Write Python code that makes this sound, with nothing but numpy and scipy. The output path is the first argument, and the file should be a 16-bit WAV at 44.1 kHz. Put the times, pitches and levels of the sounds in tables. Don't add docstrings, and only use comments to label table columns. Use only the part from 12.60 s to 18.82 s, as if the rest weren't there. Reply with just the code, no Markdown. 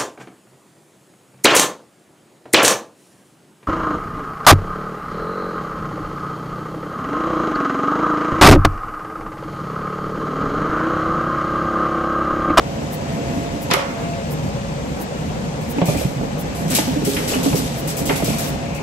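import sys
import numpy as np
from scipy import signal
from scipy.fft import rfft, irfft
from scipy.io import wavfile
from scipy.ndimage import uniform_filter1d

SR = 44100
rng = np.random.default_rng(int(sys.argv[2]) if len(sys.argv) > 2 else 0)


def unload_wav(signal):
    wavfile.write(
        sys.argv[1],
        SR,
        np.round(np.clip(np.atleast_2d(signal).T, -1, 1) * 32767).astype(np.int16),
    )


def voltage_ratio(decibels):
    exponent = np.asarray(decibels, float) / 20
    return 10 ** exponent


N = 274302


def evened(x):
    return x / np.sqrt(np.mean(x ** 2) + 1e-20)


def read(points, hz):
    f, value = np.transpose(points)
    return np.interp(np.log(hz + 1), np.log(f + 1), value)


def curves(rows):
    s, *columns = np.transpose(rows)
    return [np.interp(np.arange(N) / SR, s, column) for column in columns]


def swells(rows):
    t = np.arange(N) / SR
    return sum(voltage_ratio(db) * np.sin(np.pi * np.clip((t - s) / length, 0, 1)) for s, length, db in rows)


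def add(mix, s, sound):
    part = mix[:, round(s * SR):][:, :sound.shape[1]]
    part += sound[:, :part.shape[1]]


def tilted(x, db_per_octave, pivot_hz):
    hz = np.fft.rfftfreq(x.shape[-1], 1 / SR)
    return irfft(rfft(x) * voltage_ratio(db_per_octave * np.log2(hz / pivot_hz + .05)), x.shape[-1])


# f/Hz, in-step share
IN_STEP = [(60, 0.82), (150, 0.92), (380, 0.36), (950, -0.12), (1800, -0.34), (2500, 0.14), (3500, -0.011),
           (6000, -0.11), (7000, 0.028)]
# f/Hz, share
QUARTER_TURN = [(60, 0.29), (150, 0.355), (280, 0.48), (600, 0.64), (900, 0.37), (1250, -0.17),
                (1700, -0.48), (2600, 0.12), (4000, 0.12)]


def likeness(hz, side):
    same = read(IN_STEP, hz) + 1j * read(QUARTER_TURN, hz) * side
    return same / np.maximum(abs(same), 1)


# t/s, side of the main sound (1 right to -1 left)
HEADING = [(0, 0.66), (.5, 1), (1.25, 0.94), (1.5, -1.1), (2.2, -0.74), (2.95, -0.4), (3.15, 0.2),
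           (3.5, 0.68), (3.75, -0.38), (4.05, 1), (6.22, 0.4)]
# f/Hz, level/dB
LEAN = [(60, -0.5), (150, 0), (380, -1), (950, 0.5), (2380, 4.5), (5980, 4.5), (15000, 4.5)]
LEAN_PER_SIDE_DB = -2
PORT_HZ, AGREE_HZ, PORT_LAG_S = 7600, 11900, .0002


def noise(spectrum, patchy_db, flicker_db, size, direct=0.57, lean_share=1):
    hop, hz = size // 4, np.fft.rfftfreq(size, 1 / SR)
    frames = N // hop + 5
    a, b, c, d, patches = rng.standard_normal((frames, len(hz), 5)).T
    patches = uniform_filter1d(patches, size=6, axis=0)
    patches = evened(uniform_filter1d(patches, size=8, axis=1))
    flicker = evened(uniform_filter1d(rng.standard_normal(frames), size=6))
    side = np.interp(np.arange(frames) * hop / SR, *np.transpose(HEADING))

    one_wave = direct * np.exp(-2j * np.pi * (hz - AGREE_HZ) * PORT_LAG_S)
    one_wave *= np.clip((hz - PORT_HZ) / 1500 + .5, 0, 1)
    hz = hz[:, None]
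    same = likeness(hz, side) + one_wave[:, None]
    left, other = a + 1j * b, c + 1j * d
    z = np.array([left, same * left + np.sqrt(abs(1 - abs(same) ** 2)) * other])

    lean_db = read(LEAN, hz) + LEAN_PER_SIDE_DB * same.imag * (hz < 5000)
    lean_db = lean_db * lean_share / 2 * np.array([1, -1])[:, None, None]
    z *= voltage_ratio(read(spectrum, hz) + patchy_db * patches + flicker_db * flicker + lean_db)
    out = signal.istft(z, nperseg=size, noverlap=size - hop)[1][:, :N]
    return out / np.std(out.mean(0))


# t/s, wheel load level/dB, frame jolt level/dB
ROLLING = [(0.0, -1, -1), (0.76, -0.5, 4), (1.0, -0.5, 1.5), (1.33, -2, 2.5), (1.61, 2.5, 1.5),
           (2.12, 2, 0.5), (2.45, -2, 0.5), (2.77, 2.5, 1), (3.1, 0, -0.5), (3.32, 0, 12.5),
           (3.67, -1.5, -0.5), (3.9, 1, 3), (4.35, 5.5, 4.5), (4.68, -4, 8.5), (4.92, 6.5, 7.5),
           (5.2, -1.5, 2.5), (5.65, 1, 7), (6.22, 2, -0.5)]
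# f/Hz, level/dB per Hz
RUMBLE = [(15, -44), (25, -65), (64, -4), (108, -9), (130, -6), (146, 5), (183, -4), (215, -2.5),
          (280, -28), (470, -120)]
# f/Hz, level/dB per Hz
DRONE = [(170, -10), (205, -13), (235, -0.5), (275, -3), (310, -7), (345, -16), (420, -45)]
# f/Hz, level/dB per Hz
BUZZ = [(200, -28), (335, -7.5), (424, -3), (569, 0), (640, -10.5), (693, -3), (769, -7.5), (967, -10),
        (1600, -21.5), (2080, -26), (3520, -120)]
RUMBLE_DB, DRONE_DB, BUZZ_DB = -28, -33, -33
BUZZ_DB_PER_JOLT_DB = 0.3


def wheels():
    load_db, jolt_db = curves(ROLLING)
    rumble = noise(RUMBLE, patchy_db=-0.15, flicker_db=-0.5, size=2048)
    deep = signal.sosfilt(signal.butter(2, 85, fs=SR, output="sos"), rumble)
    sway = uniform_filter1d(rng.standard_normal(N), size=3500)
    sway = evened(uniform_filter1d(sway, size=3500))
    rumble += deep * (voltage_ratio(3.2 * sway) - 1)
    drone = noise(DRONE, patchy_db=0.05, flicker_db=3.0, size=2048)
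    buzz = noise(BUZZ, patchy_db=1.0, flicker_db=1.0, size=1024)
    out = voltage_ratio(RUMBLE_DB + load_db) * rumble
    out += voltage_ratio(DRONE_DB + jolt_db) * drone
    return out + voltage_ratio(BUZZ_DB + BUZZ_DB_PER_JOLT_DB * jolt_db) * buzz


# t/s, peak level/dB, f/Hz, t60/s
THUMPS = [(3.08, -21, 237, 0.49), (4.31, -22.5, 296, 0.11), (3.183, -6, 275, 0.088),
          (3.218, -2.5, 174, 0.16), (3.285, -0.5, 147, 0.069), (3.349, -12.5, 148, 0.25),
          (3.45, -9, 180, 0.15), (4.147, -8, 200, .06), (5.7, -13, 190, 0.067), (3.2165, -8.5, 540, .09),
          (3.2165, -12.5, 783, 0.066), (4.186, -11, 850, 0.045), (4.19, -8, 300, .08),
          (3.6105, -16, 687, 0.039), (5.6, -17, 800, .04), (3.36, -19, 72, 0.41), (5.623, -17, 620, .05),
          (5.632, -14, 281, .12), (3.284, -13.5, 600, .1), (5.503, -18, 900, .08), (3.448, -7, 138, 0.11),
          (3.563, -13, 136, 0.15), (3.61, -20, 219, 0.26), (3.728, -13.5, 173, 0.064),
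          (4.05, -13, 170, 0.22), (4.277, -8.5, 260, 0.17), (3.165, -16, 255, .2), (3.303, -12, 143, 0.22),
          (4.767, -16, 198, 0.099), (5.414, -12, 189, .06), (4.358, -13, 295, 0.2),
          (4.368, -10.5, 280, 0.061), (4.105, -18, 260, 0.26), (4.471, -12, 274, 0.25),
          (4.756, -15.5, 257, 0.36), (4.86, -5.5, 282, 0.24), (4.963, -13, 272, 0.32),
          (4.471, -15, 410, 0.26), (4.935, -2, 152, 0.072), (5.264, -15, 160, 0.1), (5.494, -14, 280, 0.18),
          (5.529, -8.5, 174, 0.061), (5.629, -15, 150, 0.15), (5.685, -3, 153, 0.04)]
THUMP_LAG_S = 0.00054
LAG_TOP_HZ = 300


def thumps():
    t, out = np.arange(SR // 3) / SR, np.zeros((2, N))
    for s, db, hz, t60 in THUMPS:
        lag = np.array([[THUMP_LAG_S], [0]]) * min(1, LAG_TOP_HZ / hz) ** 2
        turn = 2 * np.pi * hz * (t - lag)
        mode = np.sin(turn) + 0.305 * np.sin(2 * turn) * voltage_ratio(-30 * t / t60)
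        mode *= np.sin(np.pi / 2 * np.minimum(t / .004, 1))
        blow = mode * voltage_ratio(db - 0.5 - 60 * t / t60)
        add(out, s, blow * voltage_ratio([[-1.1], [1.1]]))
    return out


# t/s, peak level/dB, t60/s, tilt/dB per octave, starting snap level/dB
SHAKES = [(3.01, -34, .4, -1, -5), (3.255, -16, 0.49, -0.5, 7), (3.283, -31, 0.41, -6, -3),
          (3.372, -23, 0.54, 2.5, 11), (3.586, -50, 0.39, -14, -1), (3.9494, -28, 0.64, 2, -1),
          (4.08, -24.5, 0.93, -6, -4.5), (4.101, -15.5, 0.81, -0.5, -15), (4.148, -4.5, 0.2, -0.5, -6),
          (4.448, -16, 1.1, 0, -14), (4.678, -17, 0.57, -1.5, 8), (4.83, -17, 1.3, -1, -15),
          (4.954, -14.5, 0.26, -0.5, -7), (5.134, -55, 0.19, 12, -3), (5.275, -18, 0.3, 0.5, 1),
          (5.368, -19, 0.27, 2.5, -5), (5.455, -18.5, 1, 0, -6), (5.556, -20, 0.16, -2, -6),
          (5.644, -17, 0.6, -1, 12), (5.783, -20.5, 0.33, 2, -3), (5.841, -25, 0.12, -6.5, -1),
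          (6.147, -29, 0.17, -1, 0)]
# f/Hz, level/dB per Hz
WIRE = [(1200, -4.5), (2000, -3.5), (2900, 0), (4500, 1), (6000, 2.5), (7200, 1), (8200, 4.5), (9000, 4),
        (11000, 0.5), (13300, -0.5), (14500, -3.5), (16000, 1.5)]
THICK_HZ, THICK_RISE_S, THICK_LONGER = 6800, 0.016, 1.35
HOLD_S, HOLD_PER_T60 = 0.0079, 0.063
TICKS_PER_S = 2500


def basket():
    ticks = voltage_ratio(np.minimum(rng.exponential(1, N), 4)) * (rng.random(N) < TICKS_PER_S / SR)
    ticks = signal.lfilter([1], [1, -.97], ticks)
    jingle = noise(WIRE, patchy_db=1.3, flicker_db=.4, size=512, direct=.75, lean_share=.55)
    jingle *= (2.38 + evened(ticks)) / 2.78
    lowpass = signal.butter(2, THICK_HZ, fs=SR, output="sos")
    t, out = np.arange(SR // 2) / SR, np.zeros((2, N))
    for s, db, t60, tilt, snap_db in SHAKES:
        hold = HOLD_S + HOLD_PER_T60 * t60
        shape = voltage_ratio(-60 * np.maximum(t - hold, 0) / t60)
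        shape += voltage_ratio(snap_db) * np.exp(-t / 0.00073)
        shape += voltage_ratio(-16.5) * np.exp(-t / 0.0059)
        shape *= np.minimum(t / 0.0014, 1)
        piece = np.roll(jingle, -round(s * SR), 1)[:, :len(t)]
        piece = tilted(piece, tilt, pivot_hz=6800)
        thick = signal.sosfilt(lowpass, piece)
        slow = (1 - np.exp(-t / THICK_RISE_S)) * voltage_ratio(-60 * t / (t60 * THICK_LONGER))
        add(out, s, voltage_ratio(db - 12.5) * ((piece - thick) * shape + voltage_ratio(4.5) * thick * slow))
    return out


def panned(rows, pan_db, pivot_hz):
    return [(*row, pan_db * np.clip(np.log2(row[2] / pivot_hz), -2, 2)) for row in rows]


def clacks(rows, contact):
    t, out = np.arange(8192) / SR, np.zeros((2, N))
    hz = np.fft.rfftfreq(len(t), 1 / SR)
    same = .99 * likeness(hz, 1)
    upper = 1 / (1 + (3500 / (hz + 1)) ** 2)
    for s, db, centre_hz, spread, t60, pan_db in rows:
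        colour = np.exp(-.5 * abs(np.log2((hz + 1) / centre_hz) / spread) ** 2.33)
        drive = rng.standard_normal((2, len(t)))
        drive[:, round(.6 * SR / centre_hz) + 30] += contact / np.sqrt(np.mean(colour ** 2))
        modes = rfft(drive) * colour
        modes[1] = same * modes[0] + np.sqrt(1 - abs(same) ** 2) * modes[1]
        low, high = irfft(modes * (1 - upper)), irfft(modes * upper)
        hit = low * voltage_ratio(-60 * t / t60) + high * voltage_ratio(-60 * t / (0.5 * t60))
        hit *= np.minimum(t / .0009, 1)
        hit /= abs(hit).max(1)[:, None]
        add(out, s, voltage_ratio(db - 1.0 + pan_db * np.array([[.5], [-.5]])) * hit)
    return out


NEAR_PAN_DB, NEAR_PIVOT_HZ = 2.5, 1800
# t/s, peak level/dB, centre f/Hz, t60/s
KNOCKS = [(2.988, -27, 590, 0.092), (3.345, -15, 590, 0.15), (3.674, -32, 600, 0.052),
          (4.133, -19, 596, .06), (4.174, -15, 505, 0.094), (4.997, -28, 553, 0.065),
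          (5.704, -12.5, 551, 0.055), (5.736, -17.5, 654, 0.13), (5.958, -19, 610, .06),
          (6.108, -30, 600, .06), (3.183, -14.5, 625, 0.083), (3.216, -4.5, 590, 0.091),
          (3.24, -16, 310, 0.23), (3.283, -9.5, 505, 0.15), (3.612, -15.5, 400, 0.054),
          (3.635, -16.5, 554, 0.05), (4.186, -5, 577, 0.045), (4.278, -22, 694, .048),
          (4.42, -16, 346, 0.7), (4.47, -19, 397, 0.59), (4.713, -17, 497, 0.42), (4.76, -16, 493, 0.11),
          (4.86, -9, 570, 0.071), (4.88, -10.5, 287, 0.11), (4.928, -11, 743, 0.11), (4.945, -8, 396, 0.23),
          (4.735, -16, 1160, 0.2), (5.491, -11.5, 606, 0.3), (5.623, -12, 545, 0.075),
          (5.68, -14, 525, 0.066)]
# t/s, peak level/dB, centre f/Hz, spread/octaves, t60/s
TICKS = [(1.441, -39, 2590, 0.23, .25), (1.535, -24.5, 2470, 0.14, 0.06), (3.184, -20, 2530, 0.18, 0.055),
         (3.215, -15.5, 2400, 0.55, 0.17), (3.263, -26, 2420, 0.055, .3), (3.288, -24, 2470, .05, 0.18),
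         (3.347, -25, 1990, 0.042, 0.099), (3.379, -25, 2440, 0.056, .12), (3.29, -25, 5360, 0.23, .6),
         (4.151, -15, 2900, .4, 0.16), (4.187, -9, 1990, 0.93, 0.11), (4.565, -16.5, 2410, 0.51, 0.21),
         (4.735, -16, 2720, 0.18, 0.12), (4.929, -19, 2300, 0.29, 0.044), (5.492, -16, 2600, 0.46, 0.091),
         (5.496, -9.5, 1860, 0.75, 0.16), (5.495, -22, 2050, 0.058, 0.28), (5.52, -22.5, 2270, 0.21, 0.79)]
KNOCK_SPREAD_OCT, KNOCK_SPREAD_HZ = 0.43, 540


def knocks_and_ticks():
    knocks = [(s, db, hz, KNOCK_SPREAD_OCT * hz / KNOCK_SPREAD_HZ, t60) for s, db, hz, t60 in KNOCKS]
    return clacks(panned(knocks + TICKS, NEAR_PAN_DB, NEAR_PIVOT_HZ), contact=0.86)


# t/s, peak level/dB, centre f/Hz, spread/octaves,
# t60/s
STRIKES = [(1.102, -19, 2500, .8, .1), (1.106, -17, 3000, .8, .08), (1.127, -18, 3400, .6, .09),
           (1.148, -25, 3180, 0.43, 0.27), (1.18, -24, 2900, 0.34, .3), (3.2175, -12, 770, 0.42, 0.097),
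           (3.287, -10.5, 423, 0.57, 0.085), (3.349, -17, 330, .3, .1), (3.41, -13, 514, 0.28, 0.13),
           (3.532, -24, 482, 0.22, 0.087), (3.6105, -22, 766, 0.46, 0.042), (4.1485, -11, 9000, .6, .06),
           (4.112, -21, 10000, .5, .06), (4.566, -17, 1680, 0.58, 0.14), (4.568, -23, 3080, .1, .07),
           (4.74, -24, 2900, .04, .15), (4.858, -19, 900, 0.5, 0.048), (5.33, -26, 400, 0.42, 0.28),
           (5.37, -23, 400, 0.37, .3), (5.415, -24, 403, 0.4, 0.086), (5.504, -10, 350, 0.45, 0.18),
           (5.535, -23, 2200, .3, .35), (5.573, -21, 11000, 0.35, .08), (5.635, -16, 400, 0.5, .08),
           (5.69, -24, 2600, 0.13, 0.24), (5.498, -14.5, 1300, 0.43, 0.13), (1.1125, -7, 4000, 0.65, .05),
           (1.2, -22, 3000, .6, .2), (1.1115, -17, 12000, .4, .014), (5.2765, -18, 12000, .3, .03),
           (5.6455, -19, 12000, .3, .03)]


def added_strikes():
    return clacks(panned(STRIKES, NEAR_PAN_DB, NEAR_PIVOT_HZ), contact=1.0)


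# t/s, level/dB, f/Hz, t60/s
RING = (1.163, -15.5, 557, .42)


def tube():
    s, db, hz, t60 = RING
    t, out = np.arange(SR // 2) / SR, np.zeros((2, N))
    ring = np.sin(2 * np.pi * (hz * t + np.array([[0], [.15]])))
    add(out, s, ring * np.minimum(t / .008, 1) * voltage_ratio(db - 60 * t / t60))
    return out


# t/s, length/s, level/dB
WHIRS = [
    (.3, 0.58, -48),
    (1.3, 0.25, -45),
    (3.2, 0.29, -40),
    (5.55, 0.34, -42),
    (5.9, 0.98, -39.5),
]
# f/Hz, level/dB per Hz
WHIR = [(1500, -38), (2150, 5), (2450, 4), (2800, 3.5), (3100, -34), (4200, -52)]


def caster():
    return swells(WHIRS) * noise(WHIR, patchy_db=2.2, flicker_db=1.0, size=512)


# f/Hz, level/dB
RODS = [(1432, -66), (2546, -49), (3273, -67)]
ROD_WIDTH_HZ = 4.7


def rods():
    drive = noise([(500, 0), (8000, 0)], patchy_db=1, flicker_db=1.5, size=1024)
    modes = np.zeros((2, N))
    for hz, db in RODS:
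        modes += voltage_ratio(db) * signal.lfilter(*signal.iirpeak(hz, hz / ROD_WIDTH_HZ, SR), drive)
    jolt_db = curves(ROLLING)[1]
    return modes * np.sqrt(SR / np.pi / ROD_WIDTH_HZ) * voltage_ratio(0.23 * jolt_db - 22.0)


# t/s, peak level/dB, centre f/Hz, spread/octaves, t60/s
FAR_CLACKS = [(1.101, -14.5, 695, 0.71, 0.12), (1.132, -8, 2400, 0.73, 0.11), (1.111, -5, 3140, 1, 0.053),
              (1.112, -2.5, 470, 1.5, 0.11), (1.117, -1, 2200, 0.9, 0.053), (1.123, -11, 2200, 0.58, 0.13),
              (1.136, 3, 3000, 1.4, 0.055), (1.1378, -6.5, 11600, 0.14, 0.018),
              (1.146, -8, 1900, 0.72, 0.076), (1.155, -12, 2400, 0.54, 0.24),
              (1.211, -25, 1500, 0.74, 0.067), (1.232, -24, 1300, 0.98, 0.068), (1.258, -23, 1800, .8, .08),
              (1.141, 0, 1040, 0.7, 0.062), (1.139, -7.5, 407, 0.21, 0.068),
              (1.169, -11.5, 545, 0.25, 0.22), (1.193, -10, 860, 1.1, 0.053),
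              (1.4, -27.5, 1093, 0.53, 0.77)]


def far_clack():
    return clacks(panned(FAR_CLACKS, pan_db=3.5, pivot_hz=1300), contact=1.77)


HUM_HZ = [681.3, 553.5, 817]
# t/s, length/s, level/dB
HUM_SWELLS = [
    [(-.3, 0.78, -44.5), (.35, 0.76, -38), (.9, 0.43, -48), (1.2, 0.55, -37), (3.5, 0.25, -47),
     (3.9, 0.4, -39), (4.5, 1.1, -44), (5.3, 0.93, -39.5)],
    [(-.3, 0.7, -42.5), (.5, 0.38, -41), (1.3, 1.25, -44), (5.7, 0.74, -42)],
    [(1.5, 0.59, -49.5), (3.7, 0.26, -48.5), (4.42, 0.82, -50), (6, 0.87, -43)],
]
HUM_IDLE_DB = -62.5


def door_drive():
    out = np.zeros((2, N))
    port_turn = curves(HEADING)[0] * np.array([[-.5], [.5]])
    for hz, rows in zip(HUM_HZ, HUM_SWELLS):
        waver, flutter = (evened(v) for v in uniform_filter1d(rng.standard_normal((2, N)), size=3000))
        turn = 2 * np.pi * np.cumsum(hz + 6 * waver) / SR
        level = (voltage_ratio(HUM_IDLE_DB) + swells(rows)) * voltage_ratio(6.0 + 1.8 * flutter)
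        out += level * np.sin(turn + port_turn)
    return out


# f/Hz, level/dB per Hz
HISS = [(700, 3.5), (1200, -0.5), (1700, 4), (2500, 3), (3700, -1.5), (5000, -3.5), (6500, -3.5),
        (8500, -7.5), (10000, -13.5), (12000, -20.5), (16000, -24)]
HISS_DB, HISS_DB_PER_JOLT_DB = -39.5, 0.55


def air():
    jolt_db = curves(ROLLING)[1]
    hiss = noise(HISS, patchy_db=1.08, flicker_db=0.0, size=512)
    return voltage_ratio(HISS_DB + HISS_DB_PER_JOLT_DB * jolt_db) * hiss


# f/Hz, t60/s
HALL = [(200, 0.29), (1000, 0.76), (4000, 0.39), (7000, 0.51), (12000, 0.24)]


def hall(x):
    taps = np.zeros((2, SR))
    at = np.arange(300, SR - 20, 20) + rng.integers(0, 20, (2, (SR - 301) // 20))
    np.put_along_axis(taps, at, rng.choice([-1., 1.], at.shape), 1)
    hz, t, z = signal.stft(taps, SR, nperseg=256)
    tail = signal.istft(z * voltage_ratio(-60 * t / read(HALL, hz)[:, None]), SR, nperseg=256)[1]
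    return signal.fftconvolve(x, tail / np.linalg.norm(tail[0]), axes=1)[:, :N]


def scene():
    steady = wheels() + basket() + caster() + rods() + door_drive() + air()
    near = thumps() + knocks_and_ticks() + added_strikes() + tube()
    far = far_clack()
    return steady + far + near + hall(voltage_ratio(-7.0) * far + voltage_ratio(-9) * near)


REFRESH_S, REFRESH_EVERY_S = .338, .6935


def since_refresh(t):
    return (t - REFRESH_S + REFRESH_EVERY_S / 2) % REFRESH_EVERY_S - REFRESH_EVERY_S / 2


# from f/Hz, to f/Hz
MID_GAPS_QUIET = [(9000, 10350), (13450, 22050)]
MID_GAPS_LOUD = [(9100, 9850), (13700, 22050)]
SIDE_GAPS_QUIET = [(10950, 13100), (15300, 22050)]
SIDE_GAPS_LOUD = [(11050, 12900), (15550, 22050)]
ATTACKS = [1.111, 1.128, 3.01, 3.256, 3.372, 4.079, 4.106, 4.148, 4.27, 4.449, 4.49, 4.682, 4.955, 5.276,
           5.369, 5.454, 5.573, 5.645, 5.783, 5.841, 6.147]
# from t/s, to t/s
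SPENT_S = (5.29, 5.85)
# from t/s, to t/s, from f/Hz, to f/Hz
DROPOUT = (4.5, 4.53, 2050, 2280)


def jittered(gaps, hz, frames):
    mask = 0
    for low_hz, high_hz in gaps:
        above = hz > low_hz + 170 * rng.integers(-1, 2, frames)
        mask = mask + (above & (hz < high_hz + 250 * rng.integers(-1, 2, frames)))
    return mask


def starved(x, gaps_quiet, gaps_loud, refresh_hz, spent_s, dropout):
    lead = 1024 - 270
    window = np.sin(np.pi * (np.arange(2048) + .5) / 2048)
    hz, t, z = signal.stft(np.pad(x, (lead, 0)), SR, window, nperseg=2048, noverlap=1024)
    t = t - lead / SR
    treble_db = 10 * np.log10((abs(z[(hz > 9000) & (hz < 15000)]) ** 2).sum(0) + 1e-12)
    rise_db = np.diff(treble_db, prepend=0)
    loud = treble_db > np.percentile(treble_db, 30) + 9 + 2.5 * rng.standard_normal(len(t))
    loud &= (t < spent_s[0]) | (t > spent_s[1])
    since = t[:, None] - np.array(ATTACKS)
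    struck, ringing = (((since > -.006) & (since < s)).any(1) for s in (.017, .036))
    hz = hz[:, None]
    quiet_gap = jittered(gaps_quiet, hz, len(t))
    gap = np.where(loud, jittered(gaps_loud, hz, len(t)), quiet_gap)
    gap = np.where(ringing & (hz > 15200), hz > 15750, gap)
    gap = np.where(struck & (hz < 14200), 0, gap)
    gap = np.where(struck & (rise_db > 7), hz > 15700, gap)
    gap = np.where(abs(since_refresh(t)) < .018, hz > refresh_hz, gap)
    from_s, to_s, from_hz, to_hz = dropout
    gap = gap | ((t > from_s) & (t < to_s) & (hz > from_hz) & (hz < to_hz))
    weak = (hz > 8300) & (abs(z) < .75 * uniform_filter1d(abs(z), size=32, axis=0))
    return signal.istft(z * (1 - gap) * ~weak, SR, window, nperseg=2048, noverlap=1024)[1][lead:][:N]


def roll_off(x):
    return signal.sosfilt(signal.butter(12, 16490, fs=SR, output="sos"), x)


def record(dry):
    x = signal.sosfilt(signal.butter(2, 38, "high", fs=SR, output="sos"), dry)
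    power_db = 10 * np.log10(abs(uniform_filter1d((x ** 2).mean(0), size=600)) + 1e-12)
    fall_db = np.arange(N) * 36.0 / SR
    over_db = np.maximum(np.maximum.accumulate(power_db + fall_db) - fall_db + 18.0, 0)
    x = x / voltage_ratio(0.41 * signal.lfilter([.003], [1, -.997], over_db))
    x = .95 * np.tanh(x / .95)
    treble = signal.sosfilt(signal.butter(2, 9000, "high", fs=SR, output="sos"), rng.standard_normal(N))
    puff = voltage_ratio(-34.0) * evened(treble) * np.exp(-(since_refresh(np.arange(N) / SR) / 0.02) ** 2)
    mid = starved(x.mean(0) + puff, MID_GAPS_QUIET, MID_GAPS_LOUD, 15700, SPENT_S, DROPOUT)
    side = starved((x[0] - x[1]) / 2, SIDE_GAPS_QUIET, SIDE_GAPS_LOUD, 10500, (0, 0), (0, 0, 0, 0))
    return roll_off(np.array([mid + side, mid - side]))


dry = scene()
out = record(dry)
unload_wav(out)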